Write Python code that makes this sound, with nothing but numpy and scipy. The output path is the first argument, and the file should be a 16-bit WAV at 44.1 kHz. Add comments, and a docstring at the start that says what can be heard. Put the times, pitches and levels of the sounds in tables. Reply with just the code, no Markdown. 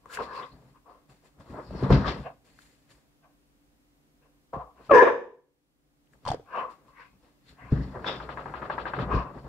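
"""Two dogs play on and beside a leather couch, close to a hand-held camera; an appliance hums far off.
First claws tick, fur rubs the cushions and turbulent breath huffs; near 2 s landings ring the frame.
After a lull, one bark sounds through the resonances of the mouth at 4.9 s, and the camera turns its
gain down. The nose flaps in a snort at 6.3 s. At 8 s come a sneeze and a head shake with slapping
ears, then last thumps and a huff. The living room adds a short reverberation."""
import sys
import numpy as np
from scipy import signal
from scipy.fft import rfft, irfft, next_fast_len
from scipy.io import wavfile
from scipy.ndimage import uniform_filter1d, minimum_filter1d, map_coordinates

SR = 44100
rng = np.random.default_rng(int(sys.argv[2]) if len(sys.argv) > 2 else 0)


def wrap_up_sound(samples):
    """Save the sound to the file named by the first command line argument, as 16-bit audio."""
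    columns = np.atleast_2d(samples).T
    # keep every value between -1 and 1, then stretch to whole-number steps
    tamed = np.clip(columns, -1, 1)
    steps = np.round(tamed * 32767).astype(np.int16)
    wavfile.write(sys.argv[1], SR, steps)


N = 418068
T = np.arange(N) / SR

# Levels are relative; rise_s and fall_s are the times taken to change by 20 dB.
# Spectrum of the room noise: frequency_hz, density_db
AIR_SPECTRUM = [(13, -42.5), (22, -13), (49, -3), (117, -14), (150, -1.5), (172, -12.5), (291, -6),
                (362, -14.5), (517, -17.5), (680, -17.5), (759, -18), (946, -21), (15600, -35)]
# Likeness of that noise at the two microphone ports: frequency_hz, correlation
AIR_CORRELATION = [(60, 0.2), (240, 0.58), (950, -0.14), (3770, -0.4), (15000, 0.37)]
# Partials of the appliance: frequency_hz, level_db
HUM_PARTIALS = [(48.4, -77.5), (145.3, -80.5), (290.7, -74), (387.6, -86), (511.4, -87.5)]

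# Modes of the couch frame: centre_hz, width_hz, level_db
FRAME_MODES = [(37.25, 20, -11.5), (59.2, 6.4, 6), (116.4, 38, -0.5), (135.6, 24, 5), (188, 30, -2.5),
               (261, 34, -3), (420, 44, -6.5)]
# Spectra of creasing leather, rubbing fur and the finest rustle: frequency_hz, density_db
CREASE_SPECTRUM = [(120, -26), (200, 3.5), (368, 5.5), (534, 8), (842, 1), (1040, 2.5), (1880, -12.5),
                   (3500, -46), (4550, -53.5), (7700, -120)]
RUB_SPECTRUM = [(1060, -13), (1800, -3), (2650, -7), (3640, -8), (5240, -10.5), (5880, -18.5),
                (10000, -46.5), (13000, -59.5), (22000, -120)]
RUSTLE_SPECTRUM = [(4120, -22), (7000, 2.5), (10800, -8.5), (13300, -11), (15500, -22)]
# How restless the dogs are on the cushions: time_s, level_db
RESTLESSNESS = [(0, -64), (.25, -61.5), (.7, -57), (.84, -74), (1.4, -81), (1.55, -58.5), (1.8, -44),
                (2.15, -44.5), (2.4, -69), (2.95, -73), (3.12, -91.5), (7.4, -92.5), (7.6, -57),
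                (7.72, -51), (8.2, -47.5), (8.95, -47), (9.3, -61), (9.48, -52)]
# How rumble, creasing, rubbing and rustle (a row each) follow restlessness: level_db, growth_db_per_db
STIR_RESPONSE = [(-49, 1.3), (-48.5, 2.02), (-69.5, 1), (-80, 0.7)]
# Shifts of weight: peak_s, rise_s, fall_s, rumble_db, crease_db
WEIGHT_SHIFTS = [(.062, 0.0089, 0.024, -54, -52), (.2, 0.032, 0.11, -47, -37),
                 (.44, 0.29, 0.027, -63, -45.5), (.538, 0.044, 0.14, -51.5, -57),
                 (.9, .05, 0.16, -70, -56.5), (1.1, 0.017, .1, -56.5, -59), (1.258, .05, 0.075, -76, -62),
                 (1.406, 0.035, 0.046, -47.5, -52), (1.506, 0.046, .15, -41, -61),
                 (1.598, 0.14, 0.062, -57, -39), (1.716, 0.047, 0.27, -38, -66),
                 (1.842, 0.034, 0.14, -22, -33), (1.904, 0.0021, 0.036, -17, -22),
                 (1.927, 0.029, 0.12, -13, -23.5), (2.085, .1, 0.058, -31, -31.5),
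                 (2.211, .1, 0.068, -36, -50.5), (2.45, .015, 0.76, -68, -68),
                 (2.908, 0.029, 0.2, -64.5, -65.5), (4.796, 0.036, .2, -63, -56),
                 (4.895, .012, .012, -41.5, -49.5), (6.146, 0.055, 0.12, -64, -68),
                 (6.245, 0.034, .02, -59, -61.5), (6.38, .02, 0.043, -61, -63),
                 (6.578, 0.065, 0.17, -58.5, -42.5), (6.85, 0.073, 0.24, -64.5, -66.5),
                 (7.142, .15, .1, -61.5, -72), (7.238, .03, 0.16, -68, -63), (7.528, 0.13, .07, -55.5, -66),
                 (7.646, 0.047, 0.12, -48, -62), (7.72, 0.0033, 0.18, -21.5, -42),
                 (7.959, 0.03, 0.12, -43.5, -37), (8.075, 0.049, 0.23, -44.5, -34.5),
                 (8.998, 0.046, .17, -29, -34), (9.102, 0.045, 0.25, -48, -34),
                 (9.17, 0.075, .08, -23, -40), (9.384, 0.13, 0.027, -42.5, -44),
                 (9.47, 0.085, 0.085, -41, -47.5)]
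# Strokes of fur and paws on leather: peak_s, rise_s, fall_s, rub_db, rustle_db
RUB_STROKES = [(.148, 0.044, .03, -43.5, -48.5), (.234, 0.096, 0.065, -51, -67.5),
               (.36, .07, 0.15, -52.5, -68), (.9, .04, .2, -75, -88.5), (1.1, .02, 0.15, -68, -73.5),
               (1.258, 0.046, .08, -67, -73), (1.406, 0.023, .09, -66.5, -76),
               (1.506, .09, .45, -66.5, -75.5), (1.842, 0.17, 0.11, -54.5, -73.5),
               (1.927, 0.035, .11, -37, -72.5), (2.085, 0.045, 0.075, -38, -69.5),
               (2.2, .1, 0.099, -59, -74.5), (2.45, 0.0088, .6, -69, -76), (2.62, 0.095, 0.24, -67, -69),
               (2.908, 0.031, .13, -64, -69.5), (4.864, 0.096, .1, -64.5, -76.5),
               (6.13, 0.032, 0.09, -76, -77.5), (6.245, .04, .02, -71, -89.5),
               (6.578, 0.12, 0.099, -64, -85), (6.708, .025, .09, -64.5, -74.5),
               (6.882, 0.056, 0.092, -73, -83), (7.004, 0.061, .15, -66, -84.5),
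               (7.238, .04, 0.188, -71.5, -86), (7.496, 0.063, 0.072, -60.5, -72),
               (7.72, .02, 0.33, -59.5, -79), (7.833, .1, 0.11, -62, -79), (8.075, 0.04, 0.15, -45.5, -89),
               (8.998, .03, 0.12, -61, -74), (9.16, .05, 0.082, -48, -83), (9.384, .15, .15, -68, -83)]
# Ticks of claws and leather: start_s, level_db, ring_hz, snap_db
CLAW_TICKS = [(0.058, -35.5, 1100, -16), (0.173, -21, 1530, -30), (0.189, -20.5, 960, -43.5),
              (0.205, -24.5, 1074, -32.5), (1.096, -53, 1150, -19), (1.238, -54, 668, -19),
              (1.398, -50.5, 775, -17), (1.4, -54, 6000, -8), (1.544, -29.5, 640, -30.5),
              (1.588, -31, 630, -41.5), (1.708, -30.5, 603, -30), (1.826, -26.5, 620, -35),
              (1.905, -9, 520, -31), (2.589, -40.5, 1500, -16), (2.591, -47.5, 4300, -12),
              (6.059, -60, 8000, -7), (6.073, -58, 3000, -14), (6.135, -48, 1686, -16),
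              (6.154, -55, 924, -21), (7.721, -31, 590, -34)]

# Gliding bands of breath: peak_s, level_db, rise_s, fall_s, centre_hz, glide_octaves_per_s
WHEEZES = [(.234, -53.5, .05, 0.068, 3790, 2.5), (.115, -42, 0.035, .08, 1490, 1.8),
           (.302, -43.5, .04, .14, 1600, .3), (.37, -52, 0.077, 0.093, 2470, 1),
           (.386, -49, 0.11, 0.045, 4520, 0.5), (.416, -50.5, 0.084, 0.062, 1860, 4),
           (.432, -45.5, .02, 0.036, 3290, 5.5), (.524, -62, 0.053, 0.056, 4190, 2),
           (1.67, -59, .07, .15, 4740, -2.4), (1.782, -52.5, 0.053, .05, 4870, -2),
           (1.848, -53, .045, .13, 3730, -0.1), (2.05, -35, 0.073, 0.06, 530, 1),
           (2.061, -29, .05, 0.091, 1170, .3), (2.066, -30.5, .055, 0.092, 1675, 1.3),
           (2.076, -34.5, .015, 0.086, 3470, -3), (6.52, -46, .05, 0.17, 1550, 1.7),
           (6.585, -41.5, 0.078, 0.05, 2700, 1.5), (6.6, -51, .08, 0.075, 2150, -1.5),
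           (6.624, -59, .1, 0.092, 1530, 2), (6.99, -51, 0.058, .12, 2066, 1.5),
           (7.02, -51, 0.057, 0.054, 1600, .2), (7.49, -55.5, .04, 0.044, 3900, -1),
           (7.62, -53, 0.097, 0.17, 1950, 3.3), (7.76, -49, .1, 0.2, 1720, 1),
           (7.835, -58, 0.036, .04, 4900, -0.5), (7.96, -51, 0.077, 0.09, 1750, 0.5)]
# Throat resonances, grouped as main, lowest, low and upper: centre_hz, width_hz, level_db
THROAT_MODES = [
    [(1064, 200, 0)],
    [(502.6, 120, 0)],
    [(712, 180, 0)],
    [(1505, 230, 9.5), (2650, 800, 4.5)],
]
# Huffs of breath: peak_s, level_db, hold_s, rise_s, fall_s, lowest_db, low_db, upper_db
BREATHS = [(.204, -34, .005, 0.072, 0.039, -4.5, -10, -11.5),
           (.348, -38.5, .005, 0.14, 0.11, -12, -21, -30),
           (.432, -46.5, 0.0038, 0.16, 0.058, -3.5, -14, -8), (.76, -60, .005, 0.029, 0.047, -14, -23, -14),
           (.864, -57, 0.057, 0.016, 0.1, -6.5, -6.5, -21), (2.265, -44.5, .005, 0.043, 0.06, 1, 4, -7.5),
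           (3.244, -66, 0.0052, 0.031, .09, -6.5, 0, -6), (4.224, -75.5, 0.048, .02, .1, -0.5, -1, -2.5),
           (4.534, -35, 0.017, 0.0038, .11, -2, 0.5, -47), (4.779, -63.5, .005, .03, .17, -13, -10.5, -4.5),
           (6.558, -31.5, 0.051, 0.05, 0.088, -10.5, -10, -16),
           (6.72, -53, 0.015, 0.079, 0.025, -19, -20, -25), (6.89, -70, .005, .12, .07, -4, -14, -11),
           (7.011, -51.5, .005, 0.092, 0.091, -16, -19.5, -7.5),
           (7.592, -55.5, 0.099, .03, .1, -18.5, -7, -8),
           (9.116, -30.5, 0.058, 0.042, 0.11, -13, -10.5, -14.5)]
# Low thumps of bodies landing on the couch, and a sharp huff's rumble at 4.5 s: start_s, level_db, slap_db
LOW_THUMPS = [(1.498, -42, -2), (1.748, -28.5, -3), (1.825, -17.5, -4), (1.906, -11, -7), (4.533, -38, 2.5),
              (4.561, -29.5, -6), (7.721, -18.5, -17.5), (8.98, -32, -1), (9.14, -21.5, -1),
              (9.361, -35, -8)]
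# Course of the bark: time_s, pitch_hz, level_db, second_partial_db, cheek_db
BARK_CONTOUR = [(4.896, 610.8, -40.5, 0, -18), (4.907, 578, -38.5, -8.5, -21),
                (4.913, 562.3, -14, -5.5, -23.5), (4.936, 544.4, -19, -3.5, -5.5),
                (4.95, 515, -12.5, -3.5, -15), (4.99, 486.6, -12.5, 0, -6), (5.012, 524.8, -17.5, -2, 2),
                (5.028, 489, -8.5, -9.5, -20.5), (5.05, 497.2, -25, -16.5, -22),
                (5.08, 480, -17, -10.5, -22.5), (5.11, 448, -35, 1, -12)]
# Mouth resonances, grouped as cheek, jaws and rasp: centre_hz, width_hz, level_db
MOUTH_MODES = [
    [(1715, 200, 0)],
    [(1410, 360, 3.5), (2470, 360, -0.5), (2840, 350, -3), (3696, 330, -8)],
    [(4930, 470, 3), (6230, 620, 2.5), (8200, 1800, -4)],
]
# Flaps of the nose in the snort: start_s, level_db, ring_hz, push_db, fizz_db
NOSE_FLAPS = [(6.252, -31.5, 1050, -11, -14.5), (6.263, -23.5, 980, -7, -23),
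              (6.273, -22.5, 1009, -18, -26), (6.278, -22.5, 553, -16, -10.5),
              (6.287, -18.5, 850, -29, -17.5), (6.302, -22.5, 750, 2.5, -13), (6.316, -14.5, 743, -25, -23),
              (6.333, -25, 694, -6.5, -22), (6.344, -19.5, 502, -26, -28), (6.397, -35.5, 447, -19, -38)]
# Ears striking the shaken head: start_s, level_db, ring_hz, flutter_db, swish_db
EAR_SLAPS = [(8.044, -34.5, 1500, 0, -12), (8.201, -39, 1550, -4, -10), (8.29, -34.5, 1060, -5, -13.5),
             (8.373, -33.5, 1040, -5.5, -20), (8.458, -33, 914, -9, -35), (8.539, -31, 990, -7, -21),
             (8.618, -36.5, 1010, -1, -17), (8.699, -28, 1070, -7, -18.5), (8.78, -28, 955, -9.5, -18),
             (8.855, -31.5, 1550, -3, -14), (8.935, -27.5, 1100, -9, -19), (8.988, -31, 1310, -8.5, -11)]
# Envelope of the sneeze: time_s, level_db
SNEEZE_CONTOUR = [(8.05, -63), (8.062, -43), (8.078, -31.5), (8.11, -40), (8.17, -49.5), (8.23, -74)]
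# Nasal resonances: centre_hz, width_hz, level_db
NOSE_MODES = [(1250, 1200, 4.1), (3640, 350, 7.6), (5050, 290, 0.73)]

# Reflections from nearby walls reach the two ports unequally: frequency_hz, side_minus_mid_db
SIDE_SPECTRUM = [(30, -19), (125, -18), (250, -12), (500, -9), (1000, -8), (2000, -1), (4000, 1),
                 (15000, 0)]
# Balance of the close sound: frequency_hz, left_minus_right_db
BALANCE = [(30, .3), (500, 1.5), (1000, 2.9), (2500, 4.5), (5000, 3), (8000, -6), (15000, -7)]
# Reverberation time of the room: frequency_hz, t60_s
ROOM_DECAY = [(100, 0.59), (400, 0.45), (1500, 0.39), (8000, 0.46)]


def amp(db):
    """Amplitude ratio of a level in decibels."""
    return 10 ** (np.asarray(db) / 20)


def unit(x):
    """Normalisation to an rms of 1."""
    return x / np.sqrt(np.mean(x ** 2) + 1e-20)


def along(points, hz):
    """Interpolation of (frequency_hz, value) points on a logarithmic frequency axis."""
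    f, values = np.transpose(points)
    return np.interp(np.log(hz + 1), np.log(f + 1), values)


def curves(rows):
    """Linear interpolation in time: the span of a table, a soft-edged gate and a curve per column."""
    times, *columns = np.transpose(rows)
    span = slice(max(round(times[0] * SR) - 100, 0), round(times[-1] * SR) + 100)
    gate = np.clip(np.minimum(T[span] - times[0], times[-1] - T[span]) * SR / 200 + .5, 0, 1)
    return [span, gate] + [np.interp(T[span], times, column) for column in columns]


def swell(peak_s, rise_s, fall_s, hold_s=0):
    """Exponential growth, hold and exponential decay: the span of an event and its gain."""
    span = slice(max(round((peak_s - 3 * rise_s) * SR), 0), round((peak_s + hold_s + 3 * fall_s) * SR))
    t = T[span] - peak_s
    return span, amp(-20 * np.maximum(0, np.maximum(-t / rise_s, (t - hold_s) / fall_s)))


def wobble(rate_hz, count=N):
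    """Random modulation: a smooth curve through rate_hz random knots a second."""
    return map_coordinates(rng.standard_normal(int(count * rate_hz / SR) + 4), [T[:count] * rate_hz])


def filtered(x, response):
    """Linear filtering: the spectrum of x times a frequency response."""
    size = next_fast_len(x.shape[-1] + SR // 4)
    return irfft(rfft(x, size) * response(np.fft.rfftfreq(size, 1 / SR)), size)[..., :x.shape[-1]]


def resonator(modes):
    """Modal summation: the response of damped resonances of alternating sign."""
    return lambda f: sum((-1) ** k * amp(db) * 1j * f * width / (hz * hz - f * f + 1j * f * width)
                         for k, (hz, width, db) in enumerate(modes))


def shaped(spectrum):
    """Zero-phase response through (frequency_hz, level_db) points."""
    return lambda hz: amp(along(spectrum, hz))


def lowpass(hz):
    """Causal fourth-order loss of treble."""
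    return lambda f: 1 / (1 + 1.4j * f / hz - (f / hz) ** 2) ** 2


def hiss(response, grain_db=0, grain_hz=100, count=N):
    """Filtered noise of rms 1, made grainy by random amplitude modulation."""
    noise = rng.standard_normal(count) * amp(grain_db * wobble(grain_hz, count))
    return unit(filtered(noise, response))


def resonant_hiss(modes, count=N, **grain):
    """Source and filter: noise passed twice through a set of resonances, at an rms of 1."""
    return hiss(lambda f: resonator(modes)(f) ** 2, count=count, **grain)


def ring(hz, t60_s, roughness):
    """Damped free vibration after a blow, roughened by noise."""
    t = T[:SR // 8]
    rough = 1 + roughness * uniform_filter1d(rng.standard_normal(len(t)), size=16)
    return amp(-60 * t / t60_s) * (1 - np.exp(-t * hz * 6)) * np.sin(2 * np.pi * hz * t) * rough


def add(out, start_s, sound):
    """Superposition of a sound on out, from start_s onward."""
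    part = out[round(start_s * SR):][:len(sound)]
    part += sound[:len(part)]


def room_noise(level_db=-67.5):
    """Partial coherence: the ratio of mid to side noise sets how alike the two channels are."""
    def response(hz):
        angle = np.arccos(np.clip(along(AIR_CORRELATION, hz), -1, 1)) / 2
        return amp(along(AIR_SPECTRUM, hz)) * [np.cos(angle), np.sin(angle)]
    mid, side = filtered(rng.standard_normal((2, N)), response)
    return amp(level_db) * unit(np.array([mid + side, mid - side]))


def appliance_hum():
    """A line spectrum whose partials wander slightly in amplitude and phase."""
    return sum(amp(db + 3 + 1.5 * wobble(11)) * np.sin(2 * np.pi * hz * T + .4 * wobble(4.1))
               for hz, db in HUM_PARTIALS)


def cushions():
    """Forced vibration and friction: moving weight rumbles in the frame, leather creases, fur rubs."""
    rumble = hiss(lambda f: resonator(FRAME_MODES)(f) / (1 + (f / 350) ** 4), grain_db=1, grain_hz=25)
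    crease = hiss(shaped(CREASE_SPECTRUM), grain_db=1.5, grain_hz=80)
    rub = hiss(shaped(RUB_SPECTRUM), grain_db=1.5, grain_hz=170)
    rustle = hiss(shaped(RUSTLE_SPECTRUM))
    restless_db = np.interp(T, *np.transpose(RESTLESSNESS)) + 48
    gains = [amp(db + growth * restless_db) for db, growth in STIR_RESPONSE]
    for events, pair in (WEIGHT_SHIFTS, gains[:2]), (RUB_STROKES, gains[2:]):
        for peak_s, rise_s, fall_s, *levels_db in events:
            span, envelope = swell(peak_s, rise_s, fall_s)
            for gain, db in zip(pair, levels_db):
                gain[span] = np.hypot(gain[span], amp(db) * envelope)  # incoherent sounds add in power
    return sum(gain * layer for gain, layer in zip(gains, [rumble, crease, rub, rustle]))


def ticks():
    """Impact excitation of claws and leather: a bright snap and a ring that dies in 13 cycles."""
    out, t = np.zeros(N), T[:SR // 8]
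    for start_s, db, hz, snap_db in CLAW_TICKS:
        snap = amp(snap_db - 60 * t / .01) * np.diff(rng.standard_normal(len(t) + 1)) / 2
        add(out, start_s, amp(db) * (ring(hz, 13 / hz, .24) + snap))
    return filtered(out, lowpass(11000))


def wheezes():
    """A moving resonance: narrow bands of breath noise glide as the mouth changes shape."""
    out = np.zeros(N)
    for peak_s, db, rise_s, fall_s, hz, glide in WHEEZES:
        span, gain = swell(peak_s, rise_s, fall_s)
        centre_hz = hz * 2 ** (glide * (T[span] - peak_s))
        band = wobble(.3 * hz, len(gain)) * np.sin(2 * np.pi * np.cumsum(centre_hz) / SR)
        out[span] += gain * amp(db - 2.5) * band
    return out


def huffs():
    """Turbulence: slightly fluttering breath excites four groups of throat resonances."""
    main, *bands = [resonant_hiss(group, grain_db=2.5, grain_hz=31) for group in THROAT_MODES]
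    out = np.zeros(N)
    for peak_s, db, hold_s, rise_s, fall_s, *bands_db in BREATHS:
        span, gain = swell(peak_s, rise_s, fall_s, hold_s)
        colour = sum(amp(band_db) * band[span] for band_db, band in zip(bands_db, bands))
        out[span] += gain * amp(db) * (main[span] + colour)
    return out


def thumps():
    """Impulse response: a slap and a 2 ms pulse ringing low modes, for landings and one huff's rumble."""
    pulses, slaps = np.zeros((2, N))
    for start_s, db, slap_db in LOW_THUMPS:
        add(pulses, start_s, amp(db + 12) * np.hanning(SR // 500))
        add(slaps, start_s, amp(db + slap_db - 2.5) * ring(380, .031, .23))
    return slaps + filtered(pulses, resonator(FRAME_MODES))


def bark():
    """Voicing with jitter and shimmer: two strong partials, with breath noise in the mouth's formants."""
    span, gate, pitch_hz, db, second_db, cheek_db = curves(BARK_CONTOUR)
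    cheek_modes, jaw_modes, rasp_modes = MOUTH_MODES
    n = len(gate)
    t = T[:n]
    roughness = np.clip(.45 + 4.4 * np.maximum(T[span] - 5.06, 0), 0, 1)  # grows as the bark dies
    phase = 2 * np.pi * np.cumsum(pitch_hz * (1 + .06 * roughness * wobble(150, n))) / SR
    first = amp(4.5 * roughness * wobble(90, n)) * np.sin(phase)
    second = amp(second_db + 6 * roughness * wobble(120, n)) * np.sin(2 * phase + 1)
    hoarse = resonant_hiss([(450, 150, 0)], n)
    breath = resonant_hiss([(380, 260, 0), (1080, 350, 0)], n)
    voice = 1.1 * first + 1.4 * second + .6 * hoarse + roughness * breath

    cheek = amp(cheek_db) * resonant_hiss(cheek_modes, n)
    opening = np.clip((t - .02) / .037, .1, 1) * amp(41.5 * t)
    puffs = np.exp(.5 * np.cos(phase))  # one a cycle
    jaws = amp(-22) * opening * puffs * resonant_hiss(jaw_modes, n)
    attack = amp(-19 - 60 * t / .36) * resonant_hiss([(2400, 500, 0)], n)
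    rasp_onset = np.clip((t - .03) / .025, 0, 1)  # comes once the jaws are wide
    rasp = rasp_onset * amp(-33.5 - 60 * np.maximum(t - .11, 0) / .25) * resonant_hiss(rasp_modes, n)
    chest = amp(-15.5 - 60 * t / .44) * hiss(resonator([(60, 150, -6), (248, 140, -3.5)]), count=n)
    sound = gate * amp(db + 8.5) * (voice + cheek + jaws + attack + rasp + chest)
    out = np.zeros(N)
    out[span] = filtered(sound, lowpass(9000))
    return out


def snort():
    """Interrupted airflow: each flap rings the nose, rasps, pushes air at the microphone and fizzes."""
    out, t = np.zeros(N), T[:SR // 8]
    fizz_modes = [(3200, 500, 0), (4800, 1000, -1), (8500, 5000, -6)]
    for start_s, db, hz, push_db, fizz_db in NOSE_FLAPS:
        push = amp(push_db - 60 * t / .045) * np.sin(2 * np.pi * 130 * t)
        fizz = amp(fizz_db + 2 - 60 * t / .023) * resonant_hiss(fizz_modes, len(t))
        rasp = amp(-20 - 60 * t / .11) * resonant_hiss([(hz * .6, hz, 0)], len(t))
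        add(out, start_s, amp(db) * (ring(hz, .026, .15) + rasp + push + fizz))
    return filtered(out, lowpass(7400))


def head_shake():
    """Heavily damped impacts: each ear slap leaves a dying flutter and a later swish of fur."""
    out, t = np.zeros(N), T[:SR // 8]
    flutter_spectrum = [(150, -5.5), (500, 8.5), (1300, 8.5), (2000, -2.5), (4000, -20), (12000, -55)]
    flutter_noise = hiss(shaped(flutter_spectrum), grain_db=2, grain_hz=200)
    fur_noise = resonant_hiss([(3500, 3000, 0)])
    swish_envelope = np.exp(-((t - .028) / .025) ** 2)
    for start_s, db, hz, flutter_db, swish_db in EAR_SLAPS:
        span = slice(round(start_s * SR), round(start_s * SR) + len(t))
        slap = 1.7 * ring(hz, .019, .47) + .81 * ring(1590, .02, .4)
        flutter = amp(flutter_db - 60 * t / .36) * flutter_noise[span]
        swish = amp(swish_db) * swish_envelope * fur_noise[span]
        add(out, start_s, amp(db) * (slap + flutter + swish))
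    return filtered(filtered(out, lowpass(3250)), lowpass(11000))


def sneeze():
    """A burst of turbulence filtered by the nasal resonances."""
    span, gate, db = curves(SNEEZE_CONTOUR)
    out = np.zeros(N)
    out[span] = gate * amp(db) * resonant_hiss(NOSE_MODES, len(db))
    return out


def microphone_ports(x):
    """Mid and side: both ports share the direct sound and take early reflections in opposite phase."""
    smear = rng.standard_normal(SR // 8) * amp(-60 * T[:SR // 8] / .046)
    reflections = signal.fftconvolve(x, smear / np.linalg.norm(smear))[:N]
    side = filtered(reflections, shaped(SIDE_SPECTRUM))
    return filtered(np.array([x + side, x - side]), lambda hz: amp(along(BALANCE, hz) * [[.5], [-.5]]))


def reverberation(x):
    """A diffuse field: each frequency decays at its own rate, and the bass is alike in both ports."""
    hz, t, spectra = signal.stft(rng.standard_normal((2, SR * 3 // 4)), SR, nperseg=256)
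    decay = amp(-60 * t / along(ROOM_DECAY, hz)[:, None])
    mid_side_gain = amp([0 * hz, along(SIDE_SPECTRUM, hz)])[:, :, None]
    mid, side = signal.istft(spectra * decay * mid_side_gain, SR, nperseg=256)[1]
    response = np.array([mid + side, mid - side]) / np.linalg.norm(mid)
    delayed = np.pad(x, (400, 0))  # 9 ms
    return signal.fftconvolve(delayed[None], response, axes=1)[:, :N]


def scene():
    """Superposition of direct sound, reverberation and background; the bark excites the room most."""
    background = room_noise() + appliance_hum()
    play = cushions() + ticks() + wheezes() + huffs() + thumps()
    voice = bark()
    play += snort() + head_shake() + sneeze()
    return microphone_ports(voice + play) + reverberation(amp(-6) * voice + amp(-20.5) * play) + background


def record(dry):
    """Automatic gain control: loud sound cuts the gain, which waits and recovers; then peak and band limits."""
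    threshold_db, max_cut_db, recovery_db_per_s, hold_samples = -8.5, 11, 13, SR // 2
    ceiling, top_hz = .82, 15714
    power = uniform_filter1d(np.mean(dry ** 2, 0), size=SR // 12)
    level_db = 10 * np.log10(np.abs(power) + 1e-12)
    cut_db = np.clip(level_db - threshold_db, 0, max_cut_db)
    held_db = -minimum_filter1d(-np.pad(cut_db, (hold_samples // 2, 0)), size=hold_samples)[:N]
    released_db = np.maximum.accumulate(held_db + recovery_db_per_s * T) - recovery_db_per_s * T
    levelled = dry * amp(-released_db)
    peak_gain = np.minimum(1, ceiling / (np.abs(levelled).max(0) + 1e-9))
    limiter_gain = uniform_filter1d(minimum_filter1d(peak_gain, size=SR // 100), size=SR // 100)
    return filtered(levelled * limiter_gain, lambda hz: hz < top_hz)


dry = scene()
out = record(dry)
wrap_up_sound(out)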